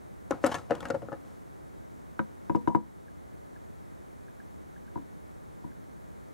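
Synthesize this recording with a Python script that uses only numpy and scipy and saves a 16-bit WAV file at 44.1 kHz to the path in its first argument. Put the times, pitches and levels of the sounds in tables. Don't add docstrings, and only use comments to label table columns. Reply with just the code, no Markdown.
import sys
import numpy as np
from scipy import signal
from scipy.fft import rfft, irfft
from scipy.io import wavfile
from scipy.ndimage import uniform_filter1d

SR = 44100
rng = np.random.default_rng(int(sys.argv[2]) if len(sys.argv) > 2 else 0)


def bounce(signal):
    frames = np.transpose(np.atleast_2d(signal))
    limited = np.clip(frames, -1, 1)
    pcm = np.round(limited * 32767).astype(np.int16)
    wavfile.write(sys.argv[1], SR, pcm)


def nominal_scale(level):
    x = np.asarray(level, float) / 20
    return 10 ** x


N = 279549
TIME = np.arange(SR // 3) / SR
SPOT_DB = 2


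def peak_one(x):
    return x / np.max(np.abs(x))


def add(out, start_s, sound):
    i = round(start_s * SR)
    out[..., i:i + sound.shape[-1]] += sound[..., :N - i]


def band(x, low_hz, high_hz):
    sos = signal.butter(2, [low_hz, high_hz], "band", fs=SR, output="sos")
    y = signal.sosfilt(sos, x)
    return y / y.std()


def low_cut(x, hz):
    return signal.sosfilt(signal.butter(3, hz, "high", fs=SR, output="sos"), x)


def ringing(hz, level_db, t60_s, lead_rad=0):
    decay = nominal_scale(level_db[:, None] - 60 * TIME / np.maximum(t60_s, .002)[:, None])
    phase = 2 * np.pi * hz[:, None] * TIME + np.reshape(lead_rad, (-1, 1))
    return (decay * np.sin(phase)).sum(axis=0)


def soft_blow(x, contact_s):
    return np.convolve(x, np.hanning(int(contact_s * SR) + 3))[:len(x)]


def rattle(length_s, share, size):
    grains = rng.standard_normal(size) * nominal_scale(1.97 * rng.exponential(1, size))
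    grains = grains * (rng.random(size) < share)
    age = TIME[:size] / max(length_s, .001)
    return peak_one(grains * np.sqrt(age + 0.2) * np.exp(-1.5 * age ** 2))


def crackle(clicks, hz):
    hump = band(clicks, 0.92 * hz, min(1.104 * hz, 16000))
    return peak_one(band(clicks, 1400, 7340) + 0.63 * hump)


def compact(grip_db):
    # hz, level_db, t60_s
    hollow_modes = [(198, -31, 0.044), (265, -10.5, 0.079), (320, -8, 0.077), (435, -33, 0.033),
                    (506.4, 3, 0.025), (549, -5.5, 0.071), (626, -9.5, 0.036), (706, -14.5, 0.048)]
    # hz, level_db, t60_s
    shell_modes = [(831, 5, 0.036), (924, 0.5, 0.031), (1060, 1.5, 0.026), (1110, 1, 0.027),
                   (1295, 9.5, 0.013), (1370, 5, 0.02), (1420, -11, 0.035), (1630, -9, 0.063),
                   (1706, -0.5, 0.044), (1890, -17, 0.022), (2100, -9, 0.017), (2390, -13, 0.012),
                   (2590, -9, 0.018)]
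    parts = np.zeros((3, N))
    for start_s, hollow_db, shell_db, crack_db, crack_hz, rattle_s in contacts():
        clicks = rattle(rattle_s, share=0.43, size=1500)
        touch_s = .00003 * max(shell_db - crack_db, 0)
        bodies = (parts[0], hollow_modes, hollow_db), (parts[1], shell_modes, shell_db + 5.0)
        for part, modes, db in bodies:
            hz, mode_db, t60_s = np.transpose(modes)
            held = rng.standard_normal((2, len(hz)))
            rung = ringing(hz * (1 + 0.022 * held[0]), mode_db + grip_db * held[1], t60_s)
            rung = soft_blow(rung, touch_s)
            add(part, start_s, nominal_scale(db) * peak_one(signal.fftconvolve(clicks, rung)))
        add(parts[2], start_s, nominal_scale(crack_db + 4.5) * crackle(clicks, crack_hz))
    return parts


def contacts():
    # start_s, hollow_db (peak), shell_db (re hollow), rattle_s
    thump_table = [(0.4404, -10, -19, .0012), (0.492, -22.5, -9, 0.0033), (0.698, -26.5, -20, 0.0056),
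                   (.707, -11.5, -23.5, 0.0047), (.719, -15.5, -29, 0.0015), (.818, -38, -21, 0.0053),
                   (0.941, -25.5, -14, 0.0096), (.948, -22, -8.5, 0.0031), (.954, -31, -23, 0.0053),
                   (1.018, -33.5, -16.5, 0.013), (1.085, -33.5, -2.5, 0.002), (1.118, -31, -2, 0.0051),
                   (1.127, -27.5, -7, 0.0057), (1.246, -46.5, -19, 0.0087)]
    # start_s, hollow_db (peak), crack_db (re hollow), crack_hz, rattle_s
    snap_table = [
        (0.308, -15.5, -24.5, 5600, 0.0016),
        (.311, -18, -22.5, 6160, 0.0028),
        (.444, -13, -23, 6000, 0.0033),
        (.463, -21, -7.5, 7460, 0.0061),
        (0.466, -22.5, -16, 11000, 0.01),
        (0.885, -35.5, -12, 6700, 0.0055),
        (.901, -18, -24.5, 6460, 0.0053),
        (0.905, -22.5, -14, 4750, 0.0044),
    ]
    # start_s, shell_db (peak), crack_db (re shell), crack_hz, rattle_s
    lid_table = [(.32, -25.5, -29, 3000, 0.005), (0.457, -27, -13, 2650, 0.015),
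                 (0.515, -28, -9.5, 3000, 0.015), (0.543, -26.5, -4.5, 3260, 0.0042),
                 (0.548, -27, -10, 5920, 0.014), (.583, -42, -8, 6000, 0.0084),
                 (0.751, -40, -7, 3220, 0.00505), (0.804, -36, -1, 3470, 0.0073),
                 (.828, -37, -13, 2200, 0.0036), (0.853, -31, -13, 2700, 0.0069)]
    events = []
    for start_s, db, shell_db, rattle_s in thump_table:
        events.append((start_s, db, db + shell_db, db - 30.5, 2900, rattle_s))
    for start_s, db, crack_db, hz, rattle_s in snap_table:
        events.append((start_s, db, db - 10.5, db + crack_db, hz, rattle_s))
    for start_s, db, crack_db, hz, rattle_s in lid_table:
        hollow_db = db + 4 - 900 * rattle_s
        events.append((start_s, hollow_db, db, db + crack_db, hz, rattle_s))
    return sorted(events)


def rubbing():
    # start_s, hold_s, dull_db, bright_db (re dull), rumble_db (re dull)
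    slide_table = [(.328, .005, -45.5, -22, -4.5), (0.442, 0.11, -46, -9.5, -4),
                   (0.549, 0.018, -44.5, -12, -1.5), (0.708, 0.053, -45, -22, -5), (.82, 0.06, -49, -17, 1),
                   (.94, .02, -56.5, -13, 11.5), (1.02, 0.037, -58, -18, 6.5),
                   (1.128, 0.0034, -52.5, -24, 0), (1.26, 0.063, -62.5, -9.5, -8)]
    attack_db_per_s, release_db_per_s = 700, 177
    slips = rng.standard_normal((3, N)) * nominal_scale(2.1 * rng.exponential(1, (3, N)))
    noises = np.array([band(slips[0], 220, 970), band(slips[1], 1300, 8300), band(slips[2], 64, 184)])
    t = np.arange(2 * SR) / SR
    gain = np.zeros((3, 2 * SR))
    for start_s, hold_s, dull_db, bright_db, rumble_db in slide_table:
        rise_db = attack_db_per_s * np.maximum(start_s - t, 0)
        fade_db = release_db_per_s * np.maximum(t - start_s - hold_s, 0)
        slide = nominal_scale(dull_db - rise_db - fade_db) * nominal_scale([[0], [bright_db], [rumble_db]])
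        gain = np.maximum(gain, slide)
    return noises * np.pad(gain, ((0, 0), (0, N - 2 * SR)))


def struck(modes, blow, contact_s, rise_s):
    hz, db, t60_s, diff_db, lead_rad = np.transpose(modes)
    db = db + SPOT_DB * rng.standard_normal(len(hz))
    swell = 1 - np.exp(-TIME / max(rise_s, .0001))
    in_sum = soft_blow(swell * ringing(hz, db, t60_s), contact_s)
    in_diff = soft_blow(swell * ringing(hz, db + diff_db, t60_s, lead_rad), contact_s)
    both = signal.fftconvolve([in_sum, in_diff], blow[None])
    return both / np.max(np.abs(both[0]))


def knocks():
    # start_s, stand_db (peak), panel_db (re stand), bracket_db (re stand)
    knock_table = [
        (2.192, -32.5, -2, 4.5),
        (2.496, -29.5, -0.5, -9.5),
        (2.548, -26.5, 0, -12),
        (2.674, -25, -0.5, -9.5),
        (2.748, -20.5, -4, -11.5),
        (4.957, -37.5, -3.5, -14),
        (4.974, -45, 3, -8),
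        (5.642, -48.5, 1.5, -9.5),
    ]
    # hz, level_db, t60_s, diff_db (re sum), lead_rad (of difference)
    panel_modes = [(195.6, -16.5, 0.27, 6, .1), (260, -9.5, 0.12, 3, .1), (283.3, -16, 0.28, 12, 1.4),
                   (325.5, 18, 0.045, 2, 1.06), (388, -2, 0.087, 9.5, 0.038), (481, -5, 0.11, -7, .1),
                   (553, -7, 0.077, 17.5, .1), (600, -6.5, 0.087, 8, .1), (697, -3, 0.057, -3, .1),
                   (815, -16, 0.046, 24, .1)]
    stand_modes = [(963.5, -2, 0.097, -3.5, 0.38), (968, 9.5, 0.056, -4.5, .3), (944, -8, 0.21, -15, .3),
                   (827, 1.5, 0.03, -4, .3), (1070, -2, 0.028, -12, 0.25), (1200, -13, 0.057, -2, .3)]
    bracket_modes = [(1280, 6.5, 0.0095, 0, 2.8), (1397, 2, 0.014, 5, 2.6), (1527, 4, 0.023, -3, 2.1),
                     (1850, -10.5, 0.041, -17, 3), (2100, -4, 0.017, 1, 0.8), (2430, -10.5, 0.025, 2, 1.5),
                     (3000, -14, 0.029, -10, .3), (3770, -8.5, 0.019, -16, .3)]
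    # hz, level_db, t60_s
    sway_modes = [(82.5, -16, 0.14), (154.7, -3, 0.13), (211.6, -1.5, 0.22), (246, -14, 0.23)]
    # start_s, level_db (peak), length_s
    settling_table = [(2.503, -58, 0.011), (2.59, -60, 0.007), (2.597, -44, 0.0092), (2.698, -31, 0.0042),
                      (2.714, -33, 0.015), (2.777, -49, 0.0066), (2.798, -42.5, 0.0059),
                      (2.811, -53.5, 0.018), (2.837, -53, .01)]
    out = np.zeros((2, N))
    for start_s, db, panel_db, bracket_db in knock_table:
        blow = 0.024 * rattle(0.0085, share=0.097, size=3000)
        blow[0] = 1
        bodies = ((panel_modes, panel_db, .0012, .004),
                  (stand_modes, 0, .0006, .0015),
                  (bracket_modes, bracket_db, .0003, .0008))
        for modes, rel_db, contact_s, rise_s in bodies:
            add(out, start_s, nominal_scale(db + rel_db + 3.5) * struck(modes, blow, contact_s, rise_s))
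        hz, mode_db, t60_s = np.transpose(sway_modes)
        sway = ringing(hz, mode_db + SPOT_DB * rng.standard_normal(len(hz)), t60_s)
        rock_db = -1.5 + 0.56 * db
        rock = nominal_scale(rock_db) * peak_one(soft_blow(sway, 0.0032))
        add(out, start_s + 0.0042, rock * [[.12], [1]])
    for start_s, db, length_s in settling_table:
        chatter = rattle(length_s, share=0.19, size=1500)
        add(out, start_s, nominal_scale(db) * struck(stand_modes[:3], chatter, 0.0014, 0.00072))
    return out


def hums():
    # start_s, level_db (peak), pitch_hz, t60_s
    hum_table = [
        (2.193, -33.5, 1551, 0.036),
        (2.194, -38.5, 537, 0.066),
        (2.785, -45.5, 336, 0.28),
        (4.972, -42.5, 280, 0.17),
        (5.655, -51.5, 290, 0.19),
    ]
    out = np.zeros(N)
    swell = 1 - np.exp(-TIME / 0.0021)
    for start_s, db, hz, t60_s in hum_table:
        tone = swell * nominal_scale(-60 * TIME / t60_s) * np.sin(2 * np.pi * hz * TIME)
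        add(out, start_s, nominal_scale(db) * peak_one(tone))
    return out * np.array([[1], [.5]])


def ticks():
    # start_s, level_db (peak), centre_hz, length_s
    tick_table = [(2.192, -50, 2190, 0.0049), (2.496, -56, 2390, 0.0051), (2.549, -61, 2180, 0.0047),
                  (2.556, -47, 2730, 0.0068), (2.562, -52, 5130, 0.0014), (2.674, -53, 2200, 0.0035),
                  (2.682, -46.5, 3000, 0.0048), (2.749, -61, 2100, 0.0033), (2.752, -44, 3920, 0.0014),
                  (2.756, -54.5, 7000, .0015), (2.761, -50, 7600, 0.0024)]
    out = np.zeros(N)
    for start_s, db, hz, length_s in tick_table:
        add(out, start_s, nominal_scale(db) * crackle(rattle(length_s, share=1.0, size=600), hz))
    return out


def pips():
    # start_s, level_db (peak), pitch_hz
    pip_table = [(3.082, -49.5, 1630), (3.5609, -51.5, 1670), (4.2815, -50.5, 1630), (4.401, -46, 1645),
                 (4.762, -50.5, 1660), (4.879, -52.5, 1620), (5.717, -54.5, 1620)]
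    out = np.zeros(N)
    shape = TIME * np.exp(-TIME / 0.0021)
    for start_s, db, hz in pip_table:
        add(out, start_s, nominal_scale(db) * peak_one(shape * np.sin(2 * np.pi * hz * TIME)))
    return out


def room(x):
    t60_s, level_db, cut_hz = 0.094, -15, 2120
    tail = rng.standard_normal((2, len(TIME))) * nominal_scale(-60 * TIME / t60_s) * (TIME > .004)
    tail = signal.sosfilt(signal.butter(1, cut_hz, fs=SR, output="sos"), tail)
    tail = tail / np.sqrt(np.sum(tail ** 2, axis=1, keepdims=True))
    return nominal_scale(level_db) * signal.fftconvolve(tail, x[None])[:, :N]


def coloured(points):
    hz, db = np.transpose(points)
    grid_hz = np.maximum(np.arange(N // 2 + 1) * SR / N, 1)
    shape = nominal_scale(np.interp(np.log(grid_hz), np.log(hz), db))
    x = irfft(rfft(rng.standard_normal(N)) * shape, N)
    return x / x.std()


def hiss():
    # hz, density_db (per Hz)
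    sum_spectrum = [(20, -21.5), (66, 0.5), (160, -8.5), (290, -7.5), (560, -13), (1000, -17.5),
                    (1650, -19.5), (2100, -21.5), (2700, -30), (3900, -29), (4900, -33.5), (6500, -30.5),
                    (11000, -33), (15800, -39.5)]
    diff_spectrum = [(15, -43), (25, -20), (84, 3), (117, -2), (190, 0.5), (256, -3), (394, -5), (503, -9),
                     (545, -8), (796, -12.5), (863, -12.5), (1560, -21), (3620, -46), (12200, -46.5),
                     (16000, -51)]
    return nominal_scale(-58) * coloured(sum_spectrum), nominal_scale(-45.5) * coloured(diff_spectrum)


def whine():
    return nominal_scale(-91) * np.sqrt(2) * np.sin(2 * np.pi * 15735 * np.arange(N) / SR)


def scene():
    hollow, shell, crack = compact(grip_db=2.5)
    dull_rub, bright_rub, rumble = rubbing()
    low = low_cut(hollow + shell, 248) + dull_rub
    high = crack + bright_rub + ticks()
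    knock_sum, knock_diff = knocks() + hums()
    knock_sum, knock_diff = low_cut(knock_sum, 125), low_cut(knock_diff, 60)
    wet_sum, wet_diff = room(low + high + 0.93 * knock_sum)
    hiss_sum, hiss_diff = hiss()
    total = low + high + rumble + knock_sum + wet_sum + pips() + whine() + hiss_sum
    apart = 0.26 * (np.roll(high, shift=-1) - np.roll(high, shift=1))
    diff = 0.41 * low + apart + knock_diff + 0.65 * wet_diff + hiss_diff
    return np.array([total + diff, total - diff])


def band_limit(x):
    return signal.sosfilt(signal.butter(12, 16300, fs=SR, output="sos"), x)


def record(dry):
    # threshold_db, share of the excess taken off, recovery_db_per_s
    threshold_db, share, recovery_db_per_s = (-16, 0.95, 4.4)
    level_db = 10 * np.log10(uniform_filter1d(np.max(dry ** 2, axis=0), size=441) + 1e-12)
    ramp_db = recovery_db_per_s * np.arange(N) / SR
    excess_db = share * np.maximum(level_db - threshold_db, 0)
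    cut_db = np.maximum.accumulate(excess_db + ramp_db) - ramp_db
    cut_db = signal.lfilter([.001], [1, -.999], cut_db)
    top_cut = signal.ellip(14, .3, 60, 15800, fs=SR, output="sos")
    return band_limit(signal.sosfilt(top_cut, dry * nominal_scale(-cut_db)))


dry = scene()
out = record(dry)
bounce(out)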